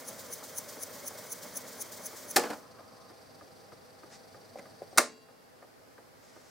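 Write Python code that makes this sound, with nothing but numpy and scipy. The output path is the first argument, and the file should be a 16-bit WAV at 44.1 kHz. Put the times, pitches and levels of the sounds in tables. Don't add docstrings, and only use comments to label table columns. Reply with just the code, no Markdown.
import sys
import numpy as np
from scipy import signal
from scipy.fft import rfft, irfft, next_fast_len
from scipy.io import wavfile
from scipy.ndimage import uniform_filter1d, map_coordinates

SR = 44100
rng = np.random.default_rng(int(sys.argv[2]) if len(sys.argv) > 2 else 0)


def transcribe(signal):
    frames = np.atleast_2d(signal).T
    limited = np.clip(frames, -1, 1)
    pcm = np.round(limited * 32767).astype(np.int16)
    wavfile.write(sys.argv[1], SR, pcm)


N = 286650

STOP_S, OFF_S = 2.362, 4.983
LOADED_LAPS_PER_S, FREE_LAPS_PER_S, SHAFT_TURNS_PER_LAP = 2.9346, 3.21, 7.34

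# frequency in Hz, relative level in dB.
DRIVE_WHIRR = [(47, -42), (80, -15.5), (102, -8.5), (151, -12.5), (179, -6.5), (247, -4), (331, -9.5),
               (479, 1), (586, -1), (705, -8), (975, -5), (1170, -6), (2140, -9), (2830, -22.5),
               (3200, -12), (4160, -32.5), (7040, -120)]
TAPE_HISS = [(1500, -33), (3000, -10.5), (3600, -4), (5000, 0), (6200, 2), (7500, -1), (10000, -3),
             (12500, -7), (14500, 1.5), (15800, -4)]
FLANGE_SQUEAK = [(3000, -46), (5000, -14.5), (6200, 5.5), (7600, -15.5), (9000, -4.5), (10200, 4.5),
                 (12000, -11), (13500, -7.5), (15800, -5.5)]
MOTOR_RUMBLE = [(41, -40.5), (70, -17), (101, -3), (268, -2.5), (313, -15), (505, 3), (562, -8.5), (656, 3),
                (720, -13.5), (790, -1), (853, -19.5), (1030, -14.5), (1790, -18.5), (1930, -17.5),
                (2800, -27), (3640, -55.5), (6160, -120)]
BEARING_HISS = [(2500, -19.5), (3600, -6), (4700, 1.5), (5300, -3), (5800, -1), (6800, -13), (9000, -6.5),
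                (11000, -20), (15800, -16.5)]
ROOM_TONE = [(15, -52.5), (25, -23.5), (107, -2.5), (174, -6), (269, -2), (333, -3.5), (500, -2),
             (1120, -8), (1730, -11), (2730, -19), (3880, -20), (4820, -16.5), (6310, -22), (13400, -24.5),
             (15800, -28)]
BRAKE_RUB = [(59, -55.5), (100, -27), (265, -3.5), (388, -16), (479, 1.5), (522, -3.5), (868, -4.5),
             (1140, -13.5), (1380, -9.5), (2900, -26.5), (4930, -25), (14500, -36), (15800, -38)]
CLOTH_RUSTLE = [(500, 1), (2000, 2), (3000, -6), (5500, 3), (8000, -2.5), (10000, -12), (15800, -26)]
# frequency in Hz, relative level in dB.
SLAP_EDGE = [(500, -12), (1000, -4), (1300, -2), (1850, -5), (2600, -20), (8000, -37)]
SOFT_KNOCK = [(100, -31), (250, 0), (500, 3.5), (750, 1.5), (950, -9.5), (1400, -17), (2800, -35)]
STOP_CRACK = [(400, -5), (1000, -10), (1800, -2.5), (3000, -11.5), (4000, -4.5), (4900, -1), (6200, -5),
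              (7200, -2), (10000, -6.5), (12000, -10.5), (14500, -9), (15800, -18)]
CHASSIS_THUD = [(50, -31.5), (150, -19), (245, 3.5), (400, 1.5), (800, -5), (1800, -9), (2800, -14),
                (9000, -40.5)]
SWITCH_CRACK = [(400, -7), (1200, -0.5), (2200, -3.5), (3100, -14.5), (4000, -6), (6000, -5), (8000, -5),
                (9500, -2.5), (11500, -17.5), (13000, -7.5), (15800, -21)]
# centre in Hz, width in Hz, relative level in dB.
WINDING_PEAKS = [(172, 60, -8), (265, 38, -4), (502, 54, -6), (595, 28, 3), (645, 12, -0.5), (1057, 34, -8),
                 (2185, 37, -8)]
IDLE_PEAKS = [(255, 12, 0.5), (500, 26, 4), (639, 44, -6), (801, 21, 2), (1063, 30, -13.5), (1215, 23, -13)]
BEARING_PEAKS = [(4550, 350, 0), (5000, 350, -1), (5750, 300, -4)]
# share of the turn since the brush, level change in dB.
HISS_OVER_TURN = [(0, 1.5), (.15, 0.5), (.36, -3), (.42, 6.5), (.55, -0.5), (.62, 2.5), (.78, -2.5),
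                  (1, 0.5)]
# time in seconds, level in dB.
FLANGE_PRESSURE = [(.09, -39), (.58, -32.3), (.85, -34.6), (1.4, -33.6), (1.85, -33.6), (2.31, -36.5)]
# pitch in Hz, relative level in dB, 60 dB decay in seconds.
TAUT_BELT_MODES, SLACK_BELT_MODES = [(845, -2, .06)], [(1220, -8, .06)]
FEET_MODES = [(55, -50, .06), (115, -42, .05)]
SWITCH_KNOB_MODES = [(430, -11, .06), (561.5, 0, .05), (773, -5.5, 0.056)]
SWITCH_LEVER_MODES = [(5900, -8.5, .015), (9400, -4.5, .025)]
SWITCH_SPRING_MODES = [(441, -49.5, 1.2), (1066, -56, .9), (2762, -59.5, 1.35), (3348, -65, 1),
                       (3946, -59, .95), (4500, -57, .85), (4667, -54.5, .95)]
# pitch in Hz, 60 dB decay in seconds, relative level in dB when hit
CASE_MODES = [(242.7, 0.2, -26, -31.5), (355, 0.26, -27, -39.5), (425, .2, -37, -34),
              (471, 0.2, -23, -27.5), (484, 0.23, -31, -38.5), (560, .2, -30, -28.5),
              (598, 0.19, -33, -26.5), (668, 0.23, -31, -31), (745, 0.15, -23.5, -32),
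              (789, 0.13, -21.5, -30.5), (847, .2, -25.5, -38.5), (1055, 0.2, -38, -29),
              (1123, .2, -35, -37), (1170, 0.056, -40, -15.5), (1188, 0.19, -33, -27),
              (1246, 0.15, -28.5, -32), (1417, 0.09, -23, -26), (1715, 0.17, -31, -43),
              (1798, 0.15, -29.5, -32), (2131, 0.07, -34, -19.5), (2680, 0.053, -55, -26.5)]
# start in seconds, relative crack and knock levels in dB.
STOP_CONTACTS = [(2.36, -21, -20), (2.436, -39, -28), (2.453, -46, -31), (2.502, -40.5, -27)]
SWITCH_CONTACTS = [(4.9745, -20, -31), (4.978, -18.5, -30), (4.9818, -4.5, -16.5), (4.9843, -9, -27),
                   (4.992, -21.5, -21)]
# start and end in seconds, level in dB, rise and fall in seconds.
SLEEVE_STROKES = [(4.125, 4.145, -54, .018, .022), (6.24, 6.5, -63.6, .04, .05)]
# start in seconds, relative knock and ping levels in dB.
FINGER_TOUCHES = [(4.5564, -38.5, -57), (4.573, -46, -55), (4.5845, -39.5, -48), (4.592, -43, -45),
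                  (4.627, -47, -68), (4.818, -35.5, -56), (4.827, -44, -66), (4.9283, -42, -67),
                  (4.961, -43, -63), (4.975, -40, -24)]
# frequency in Hz, left-right correlation.
DECK_IMAGE = [(100, 0.45), (250, 0.92), (550, 0.91), (1000, 0.81), (2000, 0.99), (6000, 0.78), (10000, 0.6),
              (15000, 0.52)]
ROOM_IMAGE = [(60, .05), (180, -0.22), (1000, -0.36), (2000, 0.13), (5000, .2), (15000, 0.22)]
# frequency in Hz, 60 dB decay in seconds.
ROOM_DECAY = [(150, 0.6), (500, 0.22), (2000, 0.25), (7000, 0.23), (10000, 0.17), (14000, 0.13)]


def amp(db):
    return 10 ** (np.asarray(db) / 20)


def clock():
    return np.arange(N) / SR


def along(points, hz):
    knots, values = np.transpose(points)
    return np.interp(np.log(hz + 1), np.log(knots + 1), values)


def wobble(rate):
    return map_coordinates(rng.standard_normal(int(N * rate / SR) + 4), [clock() * rate])


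def swell(start, end, db, rise, fall):
    t = clock()
    return amp(db) * np.exp(np.minimum(t - start, 0) / rise - np.maximum(t - end, 0) / fall)


def filtered(x, response):
    size = x.shape[-1]
    padded = next_fast_len(size + 8192)
    return irfft(rfft(x, padded) * response(np.fft.rfftfreq(padded, 1 / SR)), padded)[..., :size]


def colour(spectrum):
    return lambda hz: amp(along(spectrum, hz)) * np.minimum(hz / spectrum[0][0], 1) ** 2


def resonances(peaks):
    return lambda hz: sum((-1) ** k * amp(db) * 1j * hz * width / (centre**2 - hz**2 + 1j * hz * width)
                          for k, (centre, width, db) in enumerate(peaks))


def noise(response, image=DECK_IMAGE, size=N):
    def mid_side(hz):
        angle = np.arccos(np.clip(along(image, hz), -1, 1)) / 2
        return response(hz) * np.array([np.cos(angle), np.sin(angle)])
    mid, side = filtered(rng.standard_normal((2, size)), mid_side)
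    stereo = np.array([mid + side, mid - side])
    return stereo / np.sqrt(np.mean(stereo ** 2) + 1e-20)


def add(track, s, sound):
    part = track[:, round(s * SR):][:, :sound.shape[-1]]
    part += sound[..., :part.shape[1]]


def burst(spectrum, t60, attack, image=DECK_IMAGE):
    t = np.arange(SR // 4) / SR
    return noise(colour(spectrum), image, size=len(t)) * amp(-60 * t / t60) * (1 - np.exp(-t / attack))


def ring(modes, attack, size=SR // 2):
    t = np.arange(size) / SR
    tones = sum((-1) ** k * amp(db + rng.normal() - 60 * t / t60) * np.sin(2 * np.pi * hz * t)
                for k, (hz, db, t60) in enumerate(modes))
    return tones * (1 - np.exp(-t / attack))


def winding():
    t = clock()
    fade = np.clip(1 - (t - STOP_S) / 0.31, 0, 1)
    whirr = amp(-52.5) * noise(colour(DRIVE_WHIRR))
    whirr += amp(-56.5 + 1.9 * wobble(25)) * noise(resonances(WINDING_PEAKS))
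    first_brush_s, turn_s, quicken_s = .0895, .2488, .0004
    k = np.arange(-1, STOP_S / turn_s + 1)
    brush_times = first_brush_s + turn_s * k - quicken_s * k ** 2 / 2
    turns = np.interp(t, brush_times, k)
    turn_db = np.interp(turns % 1, *np.transpose(HISS_OVER_TURN))
    hiss = amp(-50 + turn_db + 1.15 * wobble(90)) * noise(colour(TAPE_HISS))
    brushes = [(s, np.interp(s, *np.transpose(FLANGE_PRESSURE))) for s in brush_times if 0 < s < STOP_S]
    press = sum(amp(db) * np.exp(np.minimum((t - s) / .015, (s - t) / .005)) for s, db in brushes)
    slip = sum(amp(db) * np.exp(-((t - s) / .0055) ** 2) for s, db in brushes)
    squeak = press * amp(1 + 1.2 * wobble(350)) * noise(colour(FLANGE_SQUEAK))
    rasp = slip * amp(-3) * noise(colour([(5000, -13.5), (9000, -4.5), (15000, -1.5)]))
    lean_left = amp([[.7], [-.7]])
    return fade * (whirr * amp(0.89 * wobble(40)) + hiss) + (squeak + rasp) * lean_left


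def belt_laps(spin_up_s=.325, coast_s=6.0):
    t = clock()
    rate = np.interp(t, [STOP_S, STOP_S + spin_up_s], [LOADED_LAPS_PER_S, FREE_LAPS_PER_S])
    rate *= np.exp(-np.maximum(t - OFF_S, 0) / coast_s)
    return np.cumsum(rate) / SR - .2587


def running_db(db, drop_db, fade_db_per_s):
    coasting_s = np.maximum(clock() - OFF_S, 0)
    return db - drop_db * (1 - np.exp(-coasting_s / .06)) - fade_db_per_s * coasting_s


def motor():
    t = clock()
    shaft_pulse = np.cos(2 * np.pi * SHAFT_TURNS_PER_LAP * belt_laps())
    shade_db = 2.4 * np.exp(-((t - 3.76) / .26) ** 2)
    rumble = amp(-4.5) * noise(colour(MOTOR_RUMBLE)) + amp(-8.5) * noise(resonances(IDLE_PEAKS))
    rumble_db = running_db(-54.9, drop_db=3, fade_db_per_s=4) - .6 * shade_db + shaft_pulse
    hiss = amp(-3.3 + 2.5 * shaft_pulse) * noise(colour(BEARING_HISS))
    rub = amp(-10.5 + 7 * shaft_pulse) * noise(lambda hz: resonances(BEARING_PEAKS)(hz) ** 2)
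    bearing_db = running_db(-62.8, drop_db=4, fade_db_per_s=12) - shade_db + 1.5 * wobble(60)
    power = np.clip((OFF_S - t) / .03, 0, 1)
    hum = amp(-71 + wobble(2.3)) * np.sin(2 * np.pi * 100 * t) * power
    return amp(rumble_db) * rumble + amp(bearing_db) * (hiss + rub) + hum


def room_tone():
    return amp(-57) * noise(colour(ROOM_TONE), ROOM_IMAGE)


def belt():
    out = np.zeros((2, N))
    laps = belt_laps()
    for s in np.interp(np.arange(laps[-1]), laps, clock()):
        db = -41.6 - 1.3 * (s > OFF_S) + .4 * rng.normal()
        modes = TAUT_BELT_MODES if s < STOP_S else SLACK_BELT_MODES
        add(out, s - .004, amp(db - 9) * burst(SLAP_EDGE, t60=.059, attack=.0011))
        add(out, s - .002, amp(db) * ring(modes, attack=.002))
        add(out, s, amp(db - 7.5) * burst(SOFT_KNOCK, t60=.15, attack=.0013))
    return out


def chatter(s, crack_db, knock_db, count, first_gap_s=.0033, gap_growth=1.6):
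    k = np.arange(count)
    delays = np.cumsum(np.r_[0, first_gap_s * gap_growth ** k[:-1]])
    return list(zip(s + delays, crack_db - 4.2 * k, knock_db - 1.7 * k))


def clunk(contacts, crack, crack_t60, thud_db, wet_db):
    out = np.zeros((2, N))
    narrow = [(1000, 0.8), (5000, 1.0), (9000, 0.78)]
    for s, crack_db, knock_db in contacts:
        add(out, s, amp(crack_db + 4) * burst(crack, crack_t60, attack=.001, image=narrow))
        add(out, s, amp(knock_db + thud_db) * burst(CHASSIS_THUD, t60=.07, attack=.0017, image=narrow))
        add(out, s, amp(crack_db + wet_db) * room_tail(crack))
        add(out, s, amp(knock_db - 18) * room_tail(CHASSIS_THUD))
    return out


def room_tail(spectrum, width=0.46):
    correlation = (1 - width ** 2) / (1 + width ** 2)
    wash = noise(colour(spectrum), [(1000, correlation)], size=SR // 2)
    hz, t, bands = signal.stft(wash, SR, nperseg=256)
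    decay = amp(-60 * t / along(ROOM_DECAY, hz)[:, None])
    return signal.istft(bands * decay * np.minimum(t / .008, 1), SR, nperseg=256)[1]


def controls():
    knob_hits = STOP_CONTACTS + chatter(2.3635, crack_db=-14, knock_db=-18.5, count=5)
    out = clunk(knob_hits, STOP_CRACK, crack_t60=.026, thud_db=-3, wet_db=-16)
    out += clunk(SWITCH_CONTACTS, SWITCH_CRACK, crack_t60=.021, thud_db=-5, wet_db=-16.5)
    add(out, STOP_S, amp(0.5) * ring([(hz, db, t60) for hz, t60, db, _ in CASE_MODES], attack=.0027))
    add(out, OFF_S, amp(3) * ring([(hz, db, t60) for hz, t60, _, db in CASE_MODES], attack=.00067))
    add(out, OFF_S, amp(1.5) * ring(SWITCH_SPRING_MODES, attack=.001, size=SR))
    out = signal.sosfilt(signal.butter(2, 130, "highpass", fs=SR, output="sos"), out)
    for s in (STOP_S, OFF_S):
        add(out, s, ring(FEET_MODES, attack=.002))
    return out


def brakes():
    grip = swell(2.45, 2.525, db=-37.3, rise=.04, fall=.031)
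    drag = swell(2.6, 2.9, db=-65, rise=.03, fall=.15)
    return (grip + drag) * amp(3 * wobble(110)) * noise(colour(BRAKE_RUB))


def idler():
    whirr = noise(lambda hz: resonances([(1030, 110, 0), (1270, 130, -2)])(hz) ** 2)
    return swell(2.6, 3.03, db=-61, rise=.05, fall=.09) * whirr


def sleeve():
    strokes = sum(swell(*stroke) for stroke in SLEEVE_STROKES)
    return strokes * amp(1.2 * wobble(50)) * noise(colour(CLOTH_RUSTLE))


def fingers():
    out = np.zeros((2, N))
    dry_tick = [(800, -2), (2200, 5), (3000, -13.5), (6000, -8), (11000, -25.5)]
    for s, knock_db, ping_db in FINGER_TOUCHES:
        add(out, s, amp(knock_db + 0.5) * ring(SWITCH_KNOB_MODES, attack=.0013))
        add(out, s, amp(knock_db - 5) * burst(SOFT_KNOCK, t60=.087, attack=.001))
        add(out, s, amp(ping_db + 2.5) * burst(dry_tick, t60=.04, attack=.001))
        add(out, s, amp(ping_db - 2) * ring(SWITCH_LEVER_MODES, attack=.0015))
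    return out


def whistle(start_s=4.91, start_hz=8620, sag_hz_per_s=3900):
    flicker = amp(-3 + 3 * wobble(70))
    hz = start_hz - sag_hz_per_s * (clock() - start_s) + 110 * wobble(600)
    tone = np.sin(2 * np.pi * np.cumsum(hz) / SR)
    return swell(start_s, 5.185, db=-66, rise=.022, fall=.02) * flicker * tone


def duck(x, threshold_db, slope, recovery_s):
    t = clock()
    excess_db = np.maximum(20 * np.log10(np.abs(x).max(axis=0) + 1e-9) - threshold_db, 0)
    held_db = np.maximum.accumulate(excess_db * np.exp(t / recovery_s)) * np.exp(-t / recovery_s)
    return x * amp(-slope * uniform_filter1d(held_db, size=128))


def scene():
    deck = winding() + motor() + belt() + controls() + brakes() + idler()
    return deck + fingers() + whistle() + sleeve() + room_tone()


def record(dry):
    ceiling, top_hz = .65, 15870
    ducked = duck(dry, threshold_db=-7, slope=0.47, recovery_s=0.44)
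    rounded = ducked / (1 + (ducked / ceiling) ** 4) ** .25
    return filtered(rounded, lambda hz: hz < top_hz)


dry = scene()
out = record(dry)
transcribe(out)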